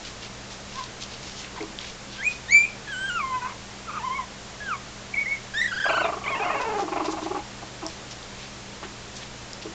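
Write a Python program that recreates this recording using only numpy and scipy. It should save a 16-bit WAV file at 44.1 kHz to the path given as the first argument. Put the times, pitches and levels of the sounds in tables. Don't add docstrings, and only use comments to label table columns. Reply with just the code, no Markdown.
import sys
import numpy as np
from scipy import signal
from scipy.fft import rfft, irfft, next_fast_len
from scipy.io import wavfile
from scipy.ndimage import uniform_filter1d

SR = 44100
rng = np.random.default_rng(int(sys.argv[2]) if len(sys.argv) > 2 else 0)


def ratio(d):
    e = np.asarray(d, float) / 20
    return 10 ** e


def digitize_waveform(pressure):
    field = np.atleast_2d(pressure).T
    bounded = np.clip(field, -1, 1)
    quanta = np.round(bounded * 32767).astype(np.int16)
    wavfile.write(sys.argv[1], SR, quanta)


N = 429516
T = np.arange(N) / SR
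CONVERTER_HZ = 16000


def level(x, db):
    return x * ratio(db) / np.sqrt(np.mean(x ** 2))


def shape_db(hz, table):
    table_hz, table_db = np.array(table).T
    return np.interp(np.log(hz + 1), np.log(table_hz), table_db)


def colour(x, table):
    size = next_fast_len(len(x))
    hz = np.arange(size // 2 + 1) * SR / size
    return irfft(rfft(x, size) * ratio(shape_db(hz, table)), size)[:len(x)]


def band(x, hz, width):
    edges = [max(hz - width / 2, 10), hz + width / 2]
    return signal.sosfilt(signal.butter(2, edges, "band", fs=SR, output="sos"), x)


def wobble(size, rate):
    hold = max(int(SR / rate), 2)
    steps = np.repeat(rng.standard_normal(size // hold + 1), hold)
    return 1.18 * uniform_filter1d(steps, hold)[:size]


def bump(s, half, power=2):
    out = np.zeros(N)
    span = slice(max(int((s - 5 * half) * SR), 0), int((s + 5 * half) * SR))
    out[span] = np.exp(-np.abs((T[span] - s) / half) ** power)
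    return out


def play(table):
    s, *columns = np.transpose(table)
    span = slice(int(s[0] * SR), int(s[-1] * SR))
    to_edge_s = np.minimum(T[span] - s[0], s[-1] - T[span])
    edge = np.clip(to_edge_s / 0.0017, 0, 1)
    return span, [np.interp(T[span], s, c) for c in columns], edge


def background():
    # (pitch [Hz], wander [Hz], rms level [dB])
    hum_tones = [(58.2, 7.4, -56.5), (121, 4.5048, -53), (199.4, 2.09, -53)]
    # (frequency [Hz], density [dB per Hz])
    hiss_spectrum = [(20, -9), (45, -9), (90, -12.5), (150, -10.5), (260, -12), (490, -11.5), (1400, -15.5),
                     (3000, -18), (6100, -20.5)]
    hum = np.zeros(N)
    for hz, wander, db in hum_tones:
        phase = 2 * np.pi * np.cumsum(hz + wander * wobble(N, rate=16)) / SR
        hum += level(ratio(1.3 * wobble(N, rate=12)) * np.sin(phase), db)
    hiss = level(colour(rng.standard_normal(N), hiss_spectrum), -39.5)
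    return hum + ratio(0.14 * wobble(N, rate=2.0)) * hiss


def scuffs():
    # (middle [s], rms level [dB], centre [Hz], length [s])
    slides = [(0.067, -41, 3816, .07), (0.242, -40, 3497, 0.051), (0.524, -43.5, 5000, 0.055),
              (0.781, -43, 4000, 0.18), (1.027, -35.5, 4440, 0.036), (1.132, -43, 3930, 0.064),
              (1.275, -43.5, 4130, 0.14), (1.394, -40.5, 4900, 0.087), (1.455, -42, 2506, 0.053),
              (1.816, -40.5, 3480, 0.037), (1.875, -40, 4020, 0.077), (2.15, -43.5, 3740, 0.094),
              (2.329, -41.5, 4000, 0.066), (6.621, -41.5, 4416, 0.028), (6.805, -40, 4860, 0.048),
              (7.059, -35, 4070, 0.02593), (7.119, -38, 6050, 0.0318), (7.24, -43.5, 4040, 0.056),
              (1.846, -38, 2350, 0.011), (7.901, -48, 3787, 0.072), (8.117, -40, 4670, 0.027),
              (8.421, -46, 3479, 0.12), (8.845, -40, 2000, 0.031), (9.174, -41, 5759, 0.047),
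              (9.227, -43.5, 3080, 0.04), (9.626, -40, 4006, 0.016)]
    out = np.zeros(N)
    for s, db, hz, length in slides:
        u = np.linspace(-1, 1, int(2 * length * SR))
        grit = rng.standard_normal(len(u)) * ratio(2.8 * wobble(len(u), rate=410))
        start = max(int((s - length) * SR), 0)
        out[start:start + len(u)] += np.exp(-4 * u ** 2) * level(band(grit, hz, 0.89 * hz), db)
    return out


def quiver():
    # (first catch [s], period [s], catches, first share of pitch lost, last share of pitch lost)
    trains = [
        (5.6, .043, 3, .06, .1),
        (5.725, .041, 4, .16, .11),
        (5.893, .0435, 3, .18, .15),
        (6.268, .04, 2, .14, .08),
        (6.355, .048, 5, .17, .13),
        (6.6, .047, 6, .1, .07),
        (5.164, .096, 2, .06, .08),
    ]
    drop_s, recover_s = .007, .015
    lost = np.zeros(N)
    for first_s, period, count, first, last in trains:
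        for k, share in enumerate(np.linspace(first, last, count)):
            s = first_s + k * period
            lost += share * np.where(T < s, bump(s, drop_s), bump(s, recover_s, 3 / 2))
    return 1 - lost


def falters():
    # (middle [s], change [dB], half length [s])
    moments = [(4.033, -4, .003), (4.059, -4, .003), (4.12, -1, .003), (4.697, -4, .003), (4.74, -11, .002),
               (4.749, -10, .002), (2.24, -5, .002), (2.253, -7.5, .002), (2.261, -10, 0.0021),
               (2.272, -2, .002), (2.293, -10, 0.0026), (2.505, -12, .002), (2.518, -10, .002),
               (2.55, 2, 0.0045), (2.588, 0.5, .006), (2.602, -5, 0.0087), (2.5, 2, 0.0017),
               (2.635, -11, 0.0046), (2.649, -12, .0016), (2.657, -13, .002), (5.15, -9, .002),
               (5.16, -9, .002), (5.168, -18, .0015), (5.208, -13, .0015), (5.236, -4, .003),
               (5.266, -9, .0015), (5.273, -12, 0.0017), (5.276, -9, .0015), (5.307, -4, .003),
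               (5.333, -3, 0.0018), (5.612, -7, .002), (5.617, 7.5, 0.0033), (5.621, -6, .0015),
               (5.638, -9, .002), (5.641, -4, .002), (5.652, -6, .002), (5.661, 5, .004),
               (5.797, -17, 0.0036), (5.803, 5, .002), (5.805, -6, .001), (5.823, -10, .003),
               (5.837, -10, .003), (5.845, 7, 0.0025), (5.849, -9, .001), (2.999, -10, 0.0044),
               (3.075, -4, .003), (3.096, -4, .003), (3.187, -5, .003), (3.214, -4, 0.0022),
               (6.281, 9, .003), (6.332, 8, .011), (6.39, -7, .004), (6.596, -6, 0.0034),
               (6.642, -8, 0.0044), (6.694, -9, .005), (6.735, -10, .007), (6.778, -4, .006),
               (6.85, -12, .005)]
    return ratio(sum(db * bump(s, half) for s, db, half in moments))


def hoarseness():
    # (middle [s], half length [s], half-pitch partials re fundamental [dB], roughness [0-1])
    stretches = [(.785, .04, -14, .15), (1.58, .03, -10, 1.), (1.614, .01, -30, .5), (2.665, .02, -40, .35),
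                 (2.88, .01, -8, .6), (3.35, .016, -14, .05), (3.42, .011, -1, .35), (3.462, .025, -9, .5),
                 (3.51, .025, -10, 1.), (3.93, .025, -30, .9), (4.22, .02, -30, .5), (4.765, .012, -30, .4),
                 (4.72, .03, -40, .12), (3.3, .08, -40, .06), (4.1, .1, -40, .05), (5.14, .012, -40, .3),
                 (5.54, .01, -14, .4), (3.97, .022, -30, .7), (3.91, .01, -30, .4), (6.06, .03, -20, .5),
                 (5.26, .12, -40, .07), (5.36, .025, -40, .3), (2.235, .02, -40, .25), (5.78, .1, -40, .28),
                 (5.64, .05, -40, .15), (5.95, .08, -40, .15)]
    half = sum(ratio(db) * bump(s, length) for s, length, db, _ in stretches)
    rough = sum(r * bump(s, length) for s, length, _, r in stretches)
    return half, rough


def falsetto(calls, mouth, dips, breath, hoarse):
    out = np.zeros(N)
    for (db2, db3, top_db), table in calls:
        span, (hz, db1), edge = play(table)
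        size = len(hz)
        half, rough = hoarse[0][span], hoarse[1][span]
        steady_db = uniform_filter1d(db1, size=int(.045 * SR), mode="nearest")
        held = ratio(steady_db - db1) / np.sqrt(breath[span])
        partials = [(1, 1), (3 / 2, half), (5 / 2, 0.6 * half)]
        for k, db in ((2, db2), (3, db3), (4, top_db + 4.0), (5, top_db + 4.5)):
            partials.append((k, held * ratio(db + shape_db(k * hz, mouth))))
        hz = hz * dips[span] * (1 + .003 * wobble(size, rate=90) + .08 * rough * wobble(size, rate=700))
        phase = 2 * np.pi * np.cumsum(hz) / SR
        voice = np.zeros(size)
        for k, strength in partials:
            shake = ratio(1.2 * wobble(size, rate=71.0)) + rough * wobble(size, rate=550)
            passed = k * hz < CONVERTER_HZ / 2
            voice += strength * shake * passed * np.sin(k * phase)
        out[span] += np.sqrt(2) * edge * breath[span] * ratio(db1) * voice
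    return out


def squeaks(dips, breath, hoarse):
    # ((second, third, top partials re fundamental [dB]), then rows of (time [s], pitch [Hz], level [dB]))
    calls = [
        ((-23, -41, -35), [(0.745, 970, -51), (0.789, 1077, -32), (0.805, 993, -36.5), (0.84, 1030, -43)]),
        ((-13, -21, -19), [(1.56, 1143, -45), (1.575, 1010, -43), (1.59, 950, -41), (1.6, 876, -53)]),
        ((-33, -30, -40), [(1.604, 2240, -39), (1.612, 2140, -37), (1.624, 2100, -46)]),
        ((-18, -41, -60), [(2.178, 1550, -49), (2.19, 1565, -41), (2.21, 1613, -36), (2.225, 1900, -39.5)]),
        ((-34, -18, -79.5), [(2.225, 1896, -31), (2.24, 2160, -34.5), (2.255, 2380, -20), (2.28, 2493, -20), (2.295, 2472, -30.5), (2.325, 2528, -39)]),
        ((-18.5, -15, -77), [(2.483, 1800, -41), (2.495, 1875, -34), (2.5, 1966, -25.5), (2.512, 2140, -24.5), (2.528, 2273, -16.5), (2.542, 2320, -17.5)]),
        ((-24.5, -20, -80), [(2.542, 2304, -17), (2.548, 2328, -12.5), (2.562, 2340, -15.5), (2.59, 2350, -13), (2.598, 2357, -18), (2.62, 2353, -20), (2.645, 2436, -19.5), (2.662, 2480, -33.5), (2.69, 2500, -43)]),
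        ((-40, -40, -60), [(5.135, 2326, -46), (5.144, 2300, -24), (5.153, 2290, -35), (5.163, 2250, -28), (5.174, 2280, -24.5), (5.196, 2255, -22.5), (5.2, 2220, -28)]),
        ((-40, -40, -60), [(5.2, 2255, -28), (5.212, 2246, -22.5), (5.226, 2220, -23), (5.243, 2220, -29), (5.256, 2200, -40)]),
        ((-38, -34, -60), [(5.256, 2150, -35), (5.266, 2184, -26), (5.28, 2194, -31), (5.294, 2186, -29), (5.307, 2216, -29.5), (5.325, 2196, -24.5), (5.345, 2210, -33), (5.368, 2120, -40), (5.4, 2240, -53)]),
    ]
    # (frequency [Hz], gain [dB])
    mouth = [(2000, 5), (3200, 12.5), (3700, 9), (4650, 4), (5000, -25.5), (6400, 3), (7050, 1.5),
             (7600, -0.5)]
    return falsetto(calls, mouth, dips, breath, hoarse)


def ticks():
    # (time [s], peak level [dB], ring [Hz])
    taps = [
        (0.839, -18, 4070),
        (1.0254, -18, 3800),
        (1.2314, -25, 4860),
        (1.6272, -22, 4441),
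        (1.7882, -12.5, 3350),
        (7.865, -12, 5440),
        (8.2289, -25, 3660),
        (9.5326, -17.5, 5133),
    ]
    t60_s, rise_s = 0.0042, 0.00036
    out = np.zeros(N)
    t = np.arange(SR // 100) / SR
    for s, db, hz in taps:
        tone = np.sin(2 * np.pi * hz * t) + 0.5 * np.sin(2 * np.pi * 1.4 * hz * t)
        ring = np.minimum(t / rise_s, 1) * ratio(-60 * t / t60_s) * tone
        out[int(s * SR):][:len(t)] += ratio(db) * ring
    return out


def chest(hz, bright_db, first_db, rough, throat, flutter):
    phase = 2 * np.pi * np.cumsum(hz * (1 + .05 * rough * wobble(len(hz), rate=250))) / SR
    orders = np.arange(1, 29)[:, None] / 2
    tilt_db = bright_db * np.log2(np.maximum(orders, 1))
    size = ratio(shape_db(orders * hz, throat) + tilt_db + first_db * (orders <= 1))
    size = size * np.where(orders % 1 > 0, .4 * rough, 1)
    rates = [flutter * (.3 if k <= 1 else 1) for k in orders[:, 0]]
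    shake = 1 + 1.84 * rough * np.array([wobble(len(hz), rate=r) for r in rates])
    return np.sum(size * shake * np.sin(orders * phase), axis=0) / np.sqrt(np.sum(size ** 2, axis=0) / 2)


def grunts():
    runs = [
        ((340, 0.026, 0.1), [(5.857, -18, -21, 0.023), (5.892, -14, -21, 0.027), (5.93, -16.5, -25, .021), (5.97, -15, -11, .019), (6.007, -15.5, -8, 0.019), (6.044, -16.5, -16, 0.032), (6.3, -28, -8, 0.02)]),
        ((394, 0.15, 0.1), [(6.428, -21.5, -10, .02), (6.462, -22.5, -5.5, 0.029), (6.504, -20, -14, .02), (6.548, -22.5, -2.5, .022)]),
        ((409, 0.203, -0.6), [(6.083, -19.5, -0.5, .028), (6.124, -22.5, -5, 0.035), (6.17, -26, -2, .024), (6.215, -32, -8, 0.023)]),
        ((393, 0.2, -1.2), [(6.88, -24, 1, .022), (6.921, -19, -1.5, .027), (6.962, -18.5, -1.5, .026), (6.997, -18.5, 3, .031), (7.044, -21.5, 2, .027), (7.08, -20, 8, 0.028), (7.127, -24.5, 2.5, .027), (7.172, -25, -6, 0.029), (7.219, -23.5, 3.5, 0.02), (7.259, -23.5, 2, 0.028), (7.307, -21, 5, 0.027), (7.347, -21.5, 5, .04), (7.387, -28.5, -5, .016)]),
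    ]
    strays = [
        ((410, 0.23, -0.1), [(1.607, -25.5, 9.6, .045)]),
        ((395, 0.16, 1.7), [(8.828, -31, 1.8, 0.022), (8.85, -36, 9.2, .025)]),
        ((460, 0.31, -0.1), [(9.652, -27, 15, 0.028)]),
        ((399, 0.23, 0.1), [(7.619, -33, -1.5, .026), (7.823, -27, 4.5, .026), (7.851, -31.5, -5.5, 0.028)]),
    ]
    throat = [(200, -23), (320, -5.5), (660, 2), (880, 3.5), (1150, 9.5), (1590, -25.5), (2150, -2),
              (2690, 2.5), (4070, -43), (7000, -47)]
    body = [(230, -13), (340, -0.5), (530, -4.5), (655, 6), (740, -2.5), (830, -1), (950, -6), (1120, 0.5)]
    late_body = [(230, -12), (325, 0.5), (500, -9.5), (657, 6.5), (740, -5.5), (824, 9), (950, 0),
                 (1100, 1)]
    late_s, lead_s, rise = 6.4, .003, .55
    full_db, dull = -16, 0.32
    out = np.zeros(N)
    air = level(band(rng.standard_normal(N), 950, 900), -6.5)
    for (hz, fall, tilt_db), pushes in runs + strays:
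        for s, db, first_db, length in pushes:
            u = np.linspace(0, 1, int(1.08 * length * SR))
            push = np.minimum(0.46 + u / rise, 1) * np.minimum(u / 0.06, 1) * np.cos(np.pi * u / 2) ** 0.5
            start = int((s - lead_s) * SR)
            span = slice(start, start + len(u))
            bright_db = -4.5 + tilt_db + dull * min(db - full_db, 0)
            swell_db = first_db - 4 * (2 * u - 1)
            voice = chest(hz * (1 - fall * u), bright_db, swell_db, 0.68, throat, 520)
            out[span] += push * level(voice + ratio(-max(first_db, 0)) * air[span], db - 6)
    return colour(out * (T < late_s), body) + colour(out * (T >= late_s), late_body)


def whines(dips, breath, hoarse):
    # ((second, third, top partials re fundamental [dB]), then rows of (time [s], pitch [Hz], level [dB]))
    calls = [
        ((-6, -37, -16.5), [(2.87, 1710, -48), (2.886, 1658, -34), (2.904, 1690, -34.5), (2.948, 1487, -35.5), (3.086, 1610, -31), (3.106, 1430, -30), (3.144, 1434, -30.5), (3.176, 1345, -27.5), (3.2, 1233, -31)]),
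        ((-9, -24, -30), [(3.2, 1194, -26.5), (3.212, 1170, -26), (3.22, 1103, -36), (3.242, 1055, -25.5), (3.302, 1048, -30.5), (3.31, 1032, -28.5), (3.364, 1012, -27), (3.392, 986, -40), (3.4, 963, -45)]),
        ((-6.5, -21, -29.5), [(3.4, 958, -46), (3.425, 985, -36), (3.456, 1034, -32), (3.49, 1074, -41.5), (3.535, 1080, -46.5)]),
        ((-15.5, -18.5, -35), [(3.87, 1427, -45), (3.884, 1334, -35), (3.896, 1215, -30.5), (3.92, 1230, -46), (3.945, 1256, -39.5), (3.978, 1240, -34), (3.988, 1150, -35)]),
        ((-10, -7, -37), [(3.988, 1154, -36), (3.996, 963, -40), (4.008, 855, -39), (4.025, 910, -40)]),
        ((-8, -17.5, -36), [(4.025, 940, -48), (4.029, 942, -38), (4.049, 1042, -26.5), (4.065, 1058, -29.5), (4.079, 1010, -27.5), (4.089, 977, -44), (4.111, 1037, -25.5), (4.129, 1059, -26), (4.145, 1054, -30)]),
        ((2, -13, -37), [(4.145, 1075, -34), (4.153, 1113, -47), (4.185, 1097, -35.5)]),
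        ((-3, -16, -35), [(4.185, 1046, -35), (4.193, 1056, -25.5), (4.201, 1024, -27), (4.219, 1004, -45), (4.237, 940, -44), (4.245, 1042, -49)]),
        ((-12.5, -37, -37), [(4.602, 1670, -42), (4.607, 1680, -36), (4.65, 1670, -38), (4.681, 1565, -33.5), (4.715, 1347, -28), (4.735, 1190, -27), (4.745, 1110, -29), (4.757, 1118, -32.5), (4.77, 1050, -45)]),
    ]
    # (frequency [Hz], gain [dB])
    mouth = [(1750, 2), (1950, -4), (2080, -10), (2260, 8.5), (2400, 6), (2700, -4), (3100, -1),
             (3350, -7.5), (6600, -17), (7600, 1.5)]
    return falsetto(calls, mouth, dips, breath, hoarse)


def cry(dips, breath, hoarse):
    # ((second, third, top partials re fundamental [dB]), then rows of (time [s], pitch [Hz], level [dB]))
    calls = [
        ((-12, -15.5, -24.5), [(5.537, 1582, -37), (5.555, 1694, -30), (5.59, 1869, -28.5), (5.628, 1988, -24), (5.665, 1980, -28.5), (5.7, 1744, -41.5), (5.725, 1600, -27.5)]),
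        ((-12, -14.5, -29.5), [(5.725, 1693, -28), (5.748, 1657, -35.5), (5.79, 1746, -29.5), (5.832, 1760, -27.5), (5.875, 1673, -26.5), (5.94, 1524, -30), (6.005, 1563, -28), (6.04, 1238, -35.5), (6.09, 1163, -43)]),
    ]
    # (frequency [Hz], gain [dB])
    mouth = [(2400, 12.5), (3100, 3.5), (3450, -1), (3700, 10.5), (4000, -2.5), (5000, -0.5), (6000, -6),
             (8000, 3)]
    return falsetto(calls, mouth, dips, breath, hoarse)


def moan(dips, breath):
    # (time [s], pitch [Hz], level [dB])
    parts = [
        [(6.235, 1107, -40.5), (6.26, 1128, -34), (6.297, 1270, -30.5), (6.33, 1099, -33), (6.385, 966, -32),
         (6.44, 829, -30.5), (6.487, 717, -33), (6.58, 558.6, -30), (6.598, 546, -28)],
        [(6.598, 544.5, -29), (6.672, 458.6, -31), (6.715, 447, -29), (6.765, 423.2, -30), (6.82, 408.7, -29),
         (6.86, 348, -34), (6.885, 316, -44)],
    ]
    mouth_tilt = [(330, -32), (430, -9), (600, -0.5), (900, 0), (1150, 7.5)]
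    # (frequency [Hz], gain [dB])
    throat = [(300, -7), (420, -5.5), (660, 5), (1080, 11), (1350, 2), (1590, 0), (2150, 2.5), (2700, 5),
              (3300, -16), (4200, -46)]
    out = np.zeros(N)
    hoarse_start = .7 * bump(parts[0][0][0], .03)
    for part in parts:
        span, (hz, db), edge = play(part)
        rough = np.where(T[span] < 6.42, .1, .2) + hoarse_start[span]
        air = level(band(rng.standard_normal(len(hz)), 810.0, 930.0), -4.5)
        air = air * (.5 + 6 * (1 - dips[span]))
        voice = chest(hz * dips[span], shape_db(hz, mouth_tilt), 0, rough, throat, 300)
        out[span] = edge * ratio(db) * (breath[span] * voice + air)
    return out


def space(dry):
    pen_modes = [(324, -7.5, 0.17), (454, -6.5, 0.1), (684, -16, 0.0085), (843, -8.5, 0.049),
                 (1100, -18.5, 0.052), (2350, -23, 0.026)]
    t = np.arange(SR // 2) / SR
    echoes = np.zeros(len(t))
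    # t60 [s], level [dB], start [s]
    for t60, db, start in ((0.14, -11, .003), (.34, -12.5, .015)):
        tail = rng.standard_normal(len(t)) * ratio(-60 * t / t60) * (t > start)
        echoes += ratio(db) * tail / np.sqrt(np.sum(tail ** 2))
    for hz, db, t60 in pen_modes:
        echoes += ratio(db - 60 * t / t60) * np.sin(2 * np.pi * hz * t) / 100
    echoes = colour(echoes, [(200, -0.21), (2000, 1.0), (8000, 0.86)])
    return signal.fftconvolve(dry, echoes)[:N]


def scene():
    dips, breath, hoarse = quiver(), falters(), hoarseness()
    thin = squeaks(dips, breath, hoarse) + whines(dips, breath, hoarse) + cry(dips, breath, hoarse)
    full = scuffs() + ticks() + grunts() + moan(dips, breath)
    return (thin + full + space(ratio(-4) * thin + full) + background())[None]


def top_cut(x):
    return signal.sosfilt(signal.butter(12, 9090, fs=SR, output="sos"), x)


def record(dry):
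    microphone = [(7000, 1), (7480, -1), (7750, -8), (8000, -17.5), (8100, -62)]
    mirror = [(7900, -67.5), (8000, 2.5), (8500, -15.5), (8940, -32.5), (9150, -45), (12000, -90)]
    heard = colour(dry[0], microphone)
    image = colour(2 * heard * np.cos(2 * np.pi * CONVERTER_HZ * T), mirror)
    return top_cut((heard + image)[None])


dry = scene()
out = record(dry)
digitize_waveform(out)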